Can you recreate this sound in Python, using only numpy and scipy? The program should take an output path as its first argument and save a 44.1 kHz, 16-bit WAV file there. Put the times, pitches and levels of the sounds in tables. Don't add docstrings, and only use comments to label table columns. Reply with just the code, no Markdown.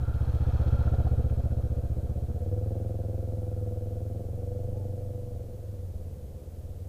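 import sys
import numpy as np
from scipy import signal
from scipy.fft import rfft, irfft
from scipy.io import wavfile
from scipy.ndimage import uniform_filter1d

SR = 44100
rng = np.random.default_rng(int(sys.argv[2]) if len(sys.argv) > 2 else 0)


def put_to_file(sound):
    columns = np.atleast_2d(sound).T
    safe = np.clip(columns, -1, 1)
    whole_steps = np.round(safe * 32767)
    wavfile.write(sys.argv[1], SR, whole_steps.astype(np.int16))


N = 303408
TIME = np.arange(N) / SR


def undb(db):
    return 10 ** (np.asarray(db) / 20)


def curves(table):
    s, *columns = np.transpose(table)
    return [np.interp(TIME, s, column) for column in columns]


def level(x, db):
    return x * undb(db) / np.sqrt(np.mean(x ** 2))


def ride(x, db):
    size = SR // 5
    power = uniform_filter1d(uniform_filter1d(x ** 2, size), size)
    return x * undb(db) / np.sqrt(power + 1e-18)


def cut(x, hz, kind, order=4):
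    return signal.sosfilt(signal.butter(order, hz, kind, fs=SR, output="sos"), x)


def ring(x, modes):
    return sum(undb(db) * signal.lfilter(*signal.iirpeak(hz, hz / width, SR), x) for hz, width, db in modes)


def colour(x, points):
    hz, db = np.transpose(points)
    bins = np.arange(N // 2 + 1) * SR / N
    gain_db = np.interp(np.log(bins + 1), np.log(hz), db)
    return irfft(rfft(x) * undb(gain_db), N)


def walk(rate):
    size = int(SR / rate)
    held = np.repeat(rng.standard_normal(N // size + 1), size)
    smooth = uniform_filter1d(uniform_filter1d(held, size), size)
    return level(smooth[:N], 0)


def swells(table):
    return sum(height * np.exp(-.5 * ((TIME - s) / half) ** 2) for s, half, height in table)


def passing(when_s, side_m):
    roll_m_per_s = 2.51
    along = roll_m_per_s * (TIME - when_s)
    distance = np.hypot(along, side_m)
    return distance, along / distance


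# nearest_s, side_m
BLOCK_PASS, OUTLET_PASS = (0.66, 0.9), (0.77, 1.55)


def heard_db(part, path, throttle):
    shut_db, throttle_db, behind_db = part
    distance, away = passing(*path)
    return shut_db + throttle_db * throttle + behind_db * away - 20 * np.log10(distance)


def puff(age, width):
    return age / width ** 2 * np.exp(-age / width)


def firings(cycle, opens, jitter, scatter_db):
    turn = cycle - opens + jitter * walk(30) + 1
    strength = undb(scatter_db * rng.standard_normal(256))
    return turn % 1, strength[turn.astype(int)]


# exhaust_opens_share (of a cycle), boom_db, bark_db
CYLINDERS = [(.168, 0, -1), (.409, -.4, 0)]
# pitch_hz, width_hz, gain_db
SILENCER_MODES = [(99, 23.6, 2.5), (66, 42, -33)]
# pitch_hz, gain_db
PACKING_LOSS = [(135, 2.5), (170, -5), (260, -18.5)]
# pitch_hz, width_hz, gain_db
INTAKE_MODES = [(21.6, 16.6, -15.5)]


def boom(cycle, load, blow_width=0.024, stroke=3.16, stroke_lag=0.2283, stroke_width=0.066):
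    amount = stroke + 0.31 * load
    lag, width = stroke_lag - 0.025 * load, stroke_width - 0.013 * load
    flow = 0
    for opens, db, _ in CYLINDERS:
        age, strength = firings(cycle, opens, jitter=0.00079, scatter_db=1.0)
        push = np.exp(-.5 * ((age - lag) / width) ** 2) / (width * np.sqrt(2 * np.pi))
        flow = flow + undb(db) * (strength * puff(age, blow_width) + amount * push)
    flow = flow - np.mean(flow)
    exhaust = colour(ring(flow, SILENCER_MODES), PACKING_LOSS)
    return exhaust - ring(flow, INTAKE_MODES)


# pitch_hz, width_hz, gain_db
PIPE_MODES = [(194, 19, -15.5), (227, 39.7, 0), (328.2, 69, -4), (450, 150, -13.5), (492.5, 16.2, 11.5),
              (547, 15, -6.5), (673, 29, -1.5), (742, 15, -5.5)]
# pitch_hz, gain_db
GAS_COLOUR = [(170, -1), (230, 10), (280, -2.5), (330, 5), (380, -3.5), (440, 4.5), (470, 2), (495, 6.5),
              (525, -2.5), (560, 8.5), (630, -1.5), (710, 8.5), (850, -20)]


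def bark(cycle, load, idle_gas_db=-3.5, load_gas_db=-11, idle_sharp=0.41):
    fronts, gate = 0, 0
    for opens, _, db in CYLINDERS:
        age, strength = firings(cycle, opens, jitter=.0014, scatter_db=1.0)
        fronts = fronts + undb(db) * strength * puff(age, .007)
        gate = gate + undb(db) * strength * puff(age, width=0.22)
    gas_db = idle_gas_db + load * (load_gas_db - idle_gas_db)
    gas = level(colour(gate * rng.standard_normal(N), GAS_COLOUR), gas_db)
    pipe = ring(fronts - np.mean(fronts), PIPE_MODES)
    soft = cut(pipe, hz=317, kind="low", order=2)
    sharp = idle_sharp + (1 - idle_sharp) * load
    pipe = ride(soft + sharp * (pipe - soft), 0)
    return cut(cut(pipe + gas, hz=688, kind="low", order=6), hz=197, kind="high")


def clatter(cycle, tick_width=0.043, tick_db=-3):
    gate = 0
    for opens in np.arange(8) / 8:
        age, strength = firings(cycle, opens, jitter=.006, scatter_db=3.0)
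        gate = gate + strength * puff(age, tick_width)
    return (0.5 + level(gate, tick_db)) * rng.standard_normal(N)


# pitch_hz, width_hz, gain_db
CASING_MODES = [(800, 210, 6.5), (1086, 120, -5.5), (1229, 53, 3), (1323, 40, -1.5), (1430, 63, -3),
                (1530, 73, -4)]


def casing_knock(cycle):
    return cut(ring(clatter(cycle), CASING_MODES), hz=1566, kind="low")


# pitch_hz, width_hz, gain_db
RATTLE_MODES = [(2050, 60, -37), (2380, 24, 3), (2596, 310, 3), (3264, 400, 4.5), (3840, 190, 2),
                (4200, 105, 2.5), (5060, 400, -8.5), (5900, 900, -15)]


def chain_rattle(cycle):
    return cut(ring(clatter(cycle), RATTLE_MODES), hz=6470, kind="low", order=2)


# centre_s, half_length_s, added_db
WHIRR_SWELLS = [(.11, 0.078, 14), (.87, 0.18, 15), (1.45, 0.23, 11), (3.5, .5, 13)]


def whirr():
    churn = ring(rng.standard_normal(N), [(1371, 105, 0)])
    return level(ring(churn, [(1367, 150, 0)]), 0) * undb(swells(WHIRR_SWELLS))


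# centre_s, half_length_s, gain_share
JET_SWEEP = [(1.0, 0.19, 0.98)]


def jet(cycle, lag=0.11, width=.065, before_sweep_db=-52.0):
    age, strength = firings(cycle, CYLINDERS[1][0], jitter=.004, scatter_db=2.0)
    gate = strength * np.exp(-.5 * ((age - lag) / width) ** 2)
    hissing = ring(ring(gate * rng.standard_normal(N), [(734, 140, 0)]), [(730, 240, 0)])
    return level(hissing, before_sweep_db) * swells(JET_SWEEP)


# level_db (at 1 m, throttle shut, side on), full_throttle_added_db, behind_added_db
BOOM, BARK = (-21.5, 7.4, 0.46), (-40.5, 16.36, 2.57)
CLATTER, CHAIN, WHIRR = (-52.5, 2, -1.16), (-64, 3.1, -0.92), (-67.5, 0, -4.5)
# start_s, four_stroke_cycles_hz
ENGINE_SPEED = [(0.0, 15.263), (0.69, 15.584), (1.8, 15.117), (2.18, 15.659), (2.39, 16.759),
                (2.55, 20.427), (2.68, 21.327), (3.4, 20.844), (3.78, 20.171), (4.16, 21.204),
                (4.54, 23.668), (4.86, 24.077), (5.29, 23.296), (5.94, 17.85), (6.24, 17.018),
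                (6.57, 17.26), (6.88, 18.786)]
# start_s, throttle_share
THROTTLE = [(1.75, 0.26), (2.35, 0.42), (2.53, .75), (3.05, 0.73), (3.75, .85), (4.3, 0.78), (4.52, 1),
            (5.2, 0.87), (5.45, 0.67), (5.85, 0.41), (6.88, .37)]
# four_stroke_cycles_hz, load_share
LOAD = [(15.5, 0), (19.5, 0.96)]
# centre_s, half_length_s, added_db
BOOM_SWELLS = [(5.55, .13, -1.5), (5.92, 0.17, 3.5), (6.42, .12, -4.5), (6.7, 0.16, 4.5)]


def motorcycle():
    hz, = curves(ENGINE_SPEED)
    throttle = np.clip(curves(THROTTLE)[0], 0, 1)
    cycle = np.cumsum(hz) / SR
    load = np.clip(np.interp(hz, *np.transpose(LOAD)), 0, 1)
    silencer = ride(boom(cycle, load), heard_db(BOOM, OUTLET_PASS, throttle) + swells(BOOM_SWELLS))
    pipe = ride(bark(cycle, load), heard_db(BARK, OUTLET_PASS, throttle))
    casing = ride(casing_knock(cycle), heard_db(CLATTER, BLOCK_PASS, throttle))
    rattle = ride(chain_rattle(cycle), heard_db(CHAIN, BLOCK_PASS, throttle))
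    drive = whirr() * undb(heard_db(WHIRR, BLOCK_PASS, throttle))
    return silencer + pipe + casing + rattle + drive + jet(cycle)


def tree_line(x, lag_s=0.43, t60=0.61, db=-54):
    t = TIME[:SR]
    scatter = cut(rng.standard_normal(SR), hz=910, kind="low", order=2)
    echo = scatter * undb(-60 * t / t60) * np.clip(t / lag_s, 0, 1)
    distance, _ = passing(*OUTLET_PASS)
    return level(signal.fftconvolve(x * distance, echo)[:N], db)


# pitch_hz, gain_db
TRAFFIC_COLOUR = [(40, 9.5), (120, -15), (250, -4.5), (500, 13.5), (900, -10.5), (1500, -23.5), (3000, -39),
                  (6000, -44)]
# pitch_hz, gain_db
WIND_COLOUR = [(6, -23), (14, 1), (28, -19), (45, -9), (70, -7.5), (110, -12.5), (200, -22), (500, -36.5),
               (2000, -85)]
# pitch_hz, gain_db
HISS_COLOUR = [(100, 13.5), (2000, -0.5), (5000, -1), (9000, -0.6), (14000, 0.5), (16000, -1.5)]
# pitch_hz, level_db (rms)
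WHINE_TONES = [(6476, -95), (6525, -86.5), (7811, -87.5), (9098, -86)]


def background():
    traffic = level(colour(rng.standard_normal(N), TRAFFIC_COLOUR), -54) * undb(1.0 * walk(2.82))
    gust_db = swells([(4.7, 1.65, 5.8)])
    wind = level(colour(rng.standard_normal(N), WIND_COLOUR), -48) * undb(gust_db)
    hiss = level(colour(rng.standard_normal(N), HISS_COLOUR), -64.0)
    whine = sum(np.sqrt(2) * undb(db) * np.sin(2 * np.pi * hz * TIME) for hz, db in WHINE_TONES)
    return traffic + wind + hiss + whine


# start_s, pitch_hz, level_db (rms)
WHISTLE_GLIDE = [(4.69, 703, -79), (4.72, 712, -59), (4.76, 848, -62), (4.8, 880, -64), (4.83, 830, -61),
                 (4.87, 740, -85)]


def whistle():
    hz, db = curves(WHISTLE_GLIDE)
    sounding = (TIME > WHISTLE_GLIDE[0][0]) & (TIME < WHISTLE_GLIDE[-1][0])
    return sounding * np.sqrt(2) * undb(db) * np.sin(2 * np.pi * np.cumsum(hz) / SR)


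def scene():
    bike = motorcycle()
    return (bike + tree_line(bike) + background() + whistle())[None]


def record(dry):
    top_hz = 15350
    return signal.sosfilt(signal.ellip(10, .2, 80, top_hz, fs=SR, output="sos"), dry)


dry = scene()
out = record(dry)
put_to_file(out)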